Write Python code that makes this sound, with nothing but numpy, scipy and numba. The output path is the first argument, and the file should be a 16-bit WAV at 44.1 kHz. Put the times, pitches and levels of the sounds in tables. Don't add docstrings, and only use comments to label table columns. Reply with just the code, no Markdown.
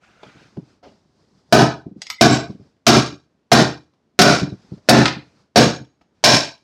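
import sys
import numpy as np
from scipy import signal
from scipy.fft import rfft, irfft
from scipy.io import wavfile
from scipy.ndimage import uniform_filter1d, minimum_filter1d
from numba import njit

SR = 44100
rng = np.random.default_rng(int(sys.argv[2]) if len(sys.argv) > 2 else 0)


def to_wav(s):
    ch = np.atleast_2d(s).T
    pcm = np.round(np.clip(ch, -1, 1) * 32767)
    wavfile.write(sys.argv[1], SR, pcm.astype(np.int16))


N = 292383
AGE = np.arange(SR) / SR

# (t/s, force/dB, bench boom/dB, ring and chatter of the metal/dB, piston slap/dB, slap delay/s)
BLOWS = [(1.5253, -7, 5.5, -7, -4.5, .012), (2.2100, -8, 8.5, 0, 3.5, 0.0072),
         (2.8665, -8, 6.5, 2.5, 7.5, 0.01), (3.5166, -9, 7, -0.5, 5, .011), (4.1901, -2, 3, 1, 8, 0.024),
         (4.8879, -4, 7.5, -6.5, 8, 0.0041), (5.5587, -11.5, 7, 0.5, 2, 0.014),
         (6.2390, -8, 1, 8, 10, .0033)]
# (f/Hz, level/dB, t60/s)
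BENCH_MODES = [(79, -18.5, 0.48), (99, -17, 0.17), (129.2, 0.5, 0.37), (151, -8, 0.38), (163, -7.5, 0.41),
               (224.6, 5.5, 0.29), (241.8, 2, 0.26), (260.7, -12, 0.38), (291.8, -2.5, 0.4),
               (320.7, -7.5, 0.42), (348, -0.5, 0.25), (379.8, -4.5, 0.35), (408, -3, 0.26),
               (436.3, -11, 0.35)]


def undb(db):
    return 10 ** (np.asarray(db) / 20)


def fade(t60):
    return np.exp(-np.log(1000) * AGE / t60)


def swell(rise_s):
    return 1 - np.exp(-AGE / rise_s)


def uneven(depth_db, step_s):
    steps = rng.standard_normal(2048)
    wander = np.interp(AGE / step_s, np.arange(len(steps)), steps)
    return undb(depth_db * wander)


def at_hz(points, hz):
    f, value = np.transpose(points)
    return np.interp(np.log(np.maximum(hz, 1)), np.log(f), value)


def noise(spectrum, size=SR):
    hz = np.fft.rfftfreq(size, 1 / SR)
    white = rfft(rng.standard_normal(size))
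    x = irfft(white * undb(at_hz(spectrum, hz)), size)
    return x / x.std()


def cluster(hz, width_hz):
    f = np.fft.rfftfreq(SR, 1 / SR)
    white = rfft(rng.standard_normal(SR))
    x = irfft(white / (1 + (2 * (f - hz) / width_hz) ** 2), SR)
    return x / x.std()


def ring(modes, detune=0):
    out = np.zeros(SR)
    for hz, db, t60 in modes:
        pitch_shift, cycles = rng.standard_normal(2)
        tone = np.sin(2 * np.pi * (hz * (1 + detune * pitch_shift) * AGE + cycles))
        out += undb(db) * fade(t60) * tone
    return out


def through(x, resonances):
    hz = np.fft.rfftfreq(len(x), 1 / SR)
    power = np.ones(len(hz))
    for centre, width, db in resonances:
        power += (undb(db) ** 2 - 1) / (1 + (2 * (hz - centre) / width) ** 2)
    return irfft(rfft(x) * np.sqrt(power), len(x))


def room(x, build_s):
    # (f/Hz, t60/s)
    room_t60 = [(70, 0.24), (200, 0.4), (450, 0.33), (900, 0.37), (2500, 0.34), (5500, 0.35), (9000, 0.27),
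                (15000, 0.15)]
    hz = np.fft.rfftfreq(SR, 1 / SR)
    centres = 62.5 * 2. ** np.arange(9)
    white = rfft(rng.standard_normal(SR))
    tail = np.zeros(SR)
    for centre, share in zip(centres, np.eye(len(centres))):
        band = irfft(white * at_hz(np.c_[centres, share], hz), SR)
        tail += band * fade(at_hz(room_t60, centre))
    tail *= swell(build_s)
    return signal.fftconvolve(x, tail / np.sqrt(np.sum(tail ** 2)))[:len(x)]


def add(track, s, sound):
    start = int(s * SR)
    track[start:start + len(sound)] += sound[:N - start]


def shop_air():
    # (f/Hz, density/dB)
    air_spectrum = [(25, -35), (60, -11), (110, -8), (220, -3.5), (330, -7), (550, -13.5), (1000, -18.5),
                    (2700, -28.5), (5500, -30.5), (8000, -40.5), (16000, -59)]
    return undb(-55.5) * noise(air_spectrum, size=N)


def sleeve():
    # (start/s, length/s, level/dB, share of cloth rubbing on cloth 0-1)
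    arm_moves = [(0, .24, -48.5, 0.88), (0.219, .22, -45, 0.7), (0.439, .27, -49, 0.16), (.83, 1, -51.5, 0),
                 (1.948, .2, -54, .05), (2.452, 0.22, -51.5, 0.1), (4.445, 0.47, -49.5, 0.09),
                 (5.097, 0.3, -50, 0.18), (6.117, .12, -56, 0.4)]
    # (f/Hz, density/dB)
    rub_spectrum = [(300, -7.5), (700, -3.5), (1050, -7.5), (1400, -0.5), (1900, -7.5), (2450, -6),
                    (3100, -11), (6300, -15.5), (9000, -27.5), (14000, -42.5)]
    # (f/Hz, density/dB)
    swish_spectrum = [(60, -13.5), (200, -2.5), (350, -8), (600, -15.5), (1000, -16), (2700, -27.5),
                      (5000, -18.5), (8000, -32.5), (16000, -60.5)]
    rise_s, fall_s = 0.036, 0.11
    out = np.zeros(N)
    for s, length_s, db, rub in arm_moves:
        cloth = np.sqrt(rub) * noise(rub_spectrum) + np.sqrt(1 - rub) * noise(swish_spectrum)
        motion = np.clip(np.minimum(AGE / rise_s, 1 - (AGE - length_s) / fall_s), 0, 1)
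        folds = uneven(depth_db=2.5, step_s=0.062)
        add(out, s, undb(db) * cloth * motion * folds)
    return out


def steel_pings():
    # (t/s, f/Hz, width/Hz, level/dB, t60/s)
    pings = [(2.098, 12740, 165.7, -38.5, 0.11), (2.099, 2068, 60.4, -41.5, 0.24),
             (2.183, 2099, 88.1, -37, 0.23), (2.306, 7580, 270, -25, 0.26), (2.870, 6500, 24.73, -27, 0.48),
             (2.873, 7400, 60, -27.5, 0.26), (5.562, 6590, 24.4, -27, 0.54), (6.244, 5340, 200, -0.5, 0.3)]
    out = np.zeros(N)
    for s, hz, width_hz, db, t60 in pings:
        add(out, s, undb(db) * cluster(hz, width_hz) * fade(t60) * swell(0.0024))
    return out


def light_taps():
    # (t/s, level/dB, t60/s)
    taps = [(0.231, -26.5, 0.035), (.570, -30, 0.021), (.828, -39, .4), (2.762, -48, .06),
            (3.935, -44.5, 0.049), (4.778, -37.5, 0.038), (6.011, -38.5, 0.062)]
    # (f/Hz, density/dB)
    tap_spectrum = [(60, -8.5), (250, 1), (550, 0.5), (1000, -6.5), (2500, -14.5), (5500, -15.5),
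                    (9000, -36), (15000, -45.5)]
    out = np.zeros(N)
    for s, db, t60 in taps:
        add(out, s, undb(db) * noise(tap_spectrum) * fade(t60) * swell(0.0023))
    return out


def spanner_clinks():
    # (t/s, level/dB, lift of the low modes/dB, top edge f/Hz)
    clinks = [(2.0180, -22.5, -13.5, 8900), (2.0673, -28, -10, 9100), (2.101, -19, 3, 9350),
              (5.056, -3.5, -2, 4000), (5.0800, -11.5, -2.5, 4080)]
    # (f/Hz, level/dB, t60/s)
    spanner_modes = [(990, -7.5, 0.038), (1270, -9, 0.091), (1750, -22.5, .12), (2130, -10.5, 0.061),
                     (2480, -13, 0.07), (2870, -19.5, 0.17), (4970, -15.5, 0.12), (4870, -22.5, .22),
                     (5860, -25, 0.1), (6700, -13.5, 0.14), (7930, -13.5, 0.097), (12630, -21.5, .14)]
    # (f/Hz, density/dB)
    contact_spectrum = [(300, -12), (950, -8), (2100, -0.5), (3000, -2.5), (5200, 4.5), (7500, -9),
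                        (10000, -13), (15000, -40.5)]
    out = np.zeros(N)
    for s, db, body_db, edge_hz in clinks:
        modes = [(hz, level + body_db / (1 + (hz / 1500) ** 4), t60) for hz, level, t60 in spanner_modes]
        broad = [(hz, 140, max(level + 18, 0)) for hz, level, _ in modes]
        contact = through(noise(contact_spectrum), broad) * fade(.045)
        clink = undb(-2) * contact + undb(-7.5) * ring(modes, detune=0.00059)
        top_edge = signal.butter(2, edge_hz, fs=SR, output="sos")
        add(out, s, undb(db) * signal.sosfilt(top_edge, clink))
    return out


def small_contacts():
    touches = spanner_clinks() + light_taps()
    return touches + undb(-7.0) * room(touches, build_s=0.0018) + steel_pings()


def thump(t60):
    # (f/Hz, level/dB)
    settle_modes = [(128, -6), (185, -3), (292, -5), (390, -11)]
    # (f/Hz, density/dB)
    thump_spectrum = [(30, -29.5), (70, -21), (130, 8), (300, -3), (450, -14), (750, -20), (1500, -42),
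                      (6000, -58)]
    settle = sum(undb(db) * np.sin(2 * np.pi * hz * AGE) for hz, db in settle_modes)
    impact = undb(-1) * noise(thump_spectrum)
    hum = undb(-12.5) * ring(BENCH_MODES)
    padding = swell(.004)
    return (settle + impact + hum) * fade(t60) * padding


def rocking(count=3):
    # (t/s, level/dB, loss per bump/dB)
    rocks = [(0.262, -39, 12), (.352, -36.5, 5), (.569, -21, 12.5), (1.858, -23, 3.5), (2.496, -24.5, 2.5),
             (3.125, -31, 16), (4.419, -11.5, 5.5), (4.719, -23.5, 19), (5.164, -26.5, 13.5),
             (5.809, -31, 24)]
    drop_delay_s, drop_db = .094, -5
    gap_s, far_side_db = .051, -3.5
    out = np.zeros(N)
    for s, force_db, boom_db, *_ in BLOWS:
        add(out, s + drop_delay_s, undb(force_db + boom_db + drop_db) * thump(t60=0.13))
    for s, db, loss_db in rocks:
        for bump in range(count):
            bump_db = db - bump * loss_db + bump % 2 * far_side_db
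            add(out, s + bump * gap_s, undb(bump_db) * thump(t60=0.11))
    return out + undb(-22.5) * room(out, build_s=0.0067)


def blows():
    # (f/Hz, level/dB, t60/s)
    wood_modes = [(640, -4, 0.19), (631, 2.5, 0.3), (680, 3.5, 0.31), (689, 3, 0.19), (711, 7.5, 0.29),
                  (741, 3.5, 0.27), (737, -7.5, 0.29)]
    # (f/Hz, level/dB, t60/s)
    cylinder_modes = [(1555, -6, .40), (1637, -5, .40), (2401, -7, .42), (3957, -10, .40), (4017, -8, .42),
                      (4547, -8, .40), (4653, -12, .40), (5270, -1, .36), (5345, -7, .36), (5477, -5, .36),
                      (5675, -11, .38)]
    # (f/Hz, width/Hz, lift/dB)
    fin_clusters = [(1550, 57, 10), (2360, 260, 5.5), (3850, 79, 5), (3980, 350, 4.5), (4600, 150, 8.5),
                    (5450, 110, 7.5), (5120, 44, 10), (6900, 48, 2), (7600, 19, 7.5), (8580, 27, 8)]
    # (f/Hz, density/dB)
    crack_spectrum = [(30, -36.5), (60, -15), (100, -2.5), (200, -4.5), (400, 1.5), (520, 1.5), (720, 4),
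                      (900, -5), (1500, -4.5), (2500, -15.5), (5500, -15.5), (8000, -29.5), (15500, -46.5)]
    # (f/Hz, density/dB)
    chatter_spectrum = [(200, -28), (800, -7.5), (1500, -1.5), (2300, -0.5), (3000, 2), (4600, 0),
                        (6300, 1.5), (8000, -11), (11000, -21), (15500, -32.5)]
    # (f/Hz, density/dB)
    slap_spectrum = [(200, -19), (800, -7), (1500, -3.5), (3000, -2.5), (5500, -0.5), (8000, -8.5),
                     (11000, -11.5), (15500, -20)]
    out = np.zeros(N)
    for s, force_db, boom_db, metal_db, slap_db, slap_delay_s in BLOWS:
        crack = noise(crack_spectrum) * fade(0.048)
        echo = undb(15) * room(crack, build_s=0.01)
        boom = undb(boom_db) * ring(BENCH_MODES, detune=.006) * swell(0.024)
        knock = undb(-1.5) * ring(wood_modes, detune=.008) * swell(0.0038)
        cylinder = undb(-4.5) * ring(cylinder_modes, detune=.0006) * swell(.008)
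        rattle = noise(chatter_spectrum) * uneven(depth_db=2, step_s=.004)
        chatter = undb(1) * through(rattle, fin_clusters) * fade(.37) * swell(0.0023)
        metal = undb(metal_db) * (cylinder + chatter)
        add(out, s, undb(force_db) * (undb(3) * crack + echo + boom + knock + metal))
        slap = through(noise(slap_spectrum), fin_clusters) * fade(0.081) * swell(0.0022)
        add(out, s + slap_delay_s, undb(force_db + slap_db) * slap)
    return out


def scene():
    return (shop_air() + sleeve() + small_contacts() + rocking() + blows())[None]


@njit
def follow(x, release):
    out, e = np.empty(len(x)), 0.
    for i in range(len(x)):
        e = max(x[i], e * release)
        out[i] = e
    return out


def limiter(x, ceiling_db, release_s):
    window = 65
    peak = follow(np.abs(x), np.exp(-1 / (release_s * SR)))
    gain = np.minimum(1, undb(ceiling_db) / (peak + 1e-9))
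    return x * uniform_filter1d(minimum_filter1d(gain, window), window)


def suppress(x, depth_db, steepness):
    # (f/Hz, level/dB relative to full-scale white noise)
    threshold = [(60, -38.5), (250, -25), (700, -34.5), (1500, -33.5), (3000, -40.5), (5500, -36),
                 (8000, -44.5), (15000, -49.5)]
    size = 512
    overlap = size - size // 4
    hz, _, bins = signal.stft(x, SR, nperseg=size, noverlap=overlap)
    power = uniform_filter1d(np.abs(bins) ** 2, size=5, axis=0)
    power = uniform_filter1d(power, size=5, axis=1)
    over = np.maximum(power, 1e-18) * size / undb(at_hz(threshold, hz))[:, None] ** 2
    gain = undb(-depth_db / (1 + over ** steepness))
    return signal.istft(bins * gain, SR, nperseg=size, noverlap=overlap)[1][:N]


def record(dry):
    held = limiter(dry[0], ceiling_db=1.43, release_s=0.054)
    clean = suppress(held, depth_db=13, steepness=1)
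    bass_cut = signal.butter(3, 52, "high", fs=SR, output="sos")
    clipped = np.clip(signal.sosfilt(bass_cut, clean), -.96, .96)
    top_cut = signal.ellip(10, .1, 80, 15900, fs=SR, output="sos")
    return signal.sosfilt(top_cut, clipped)[None]


dry = scene()
out = record(dry)
to_wav(out)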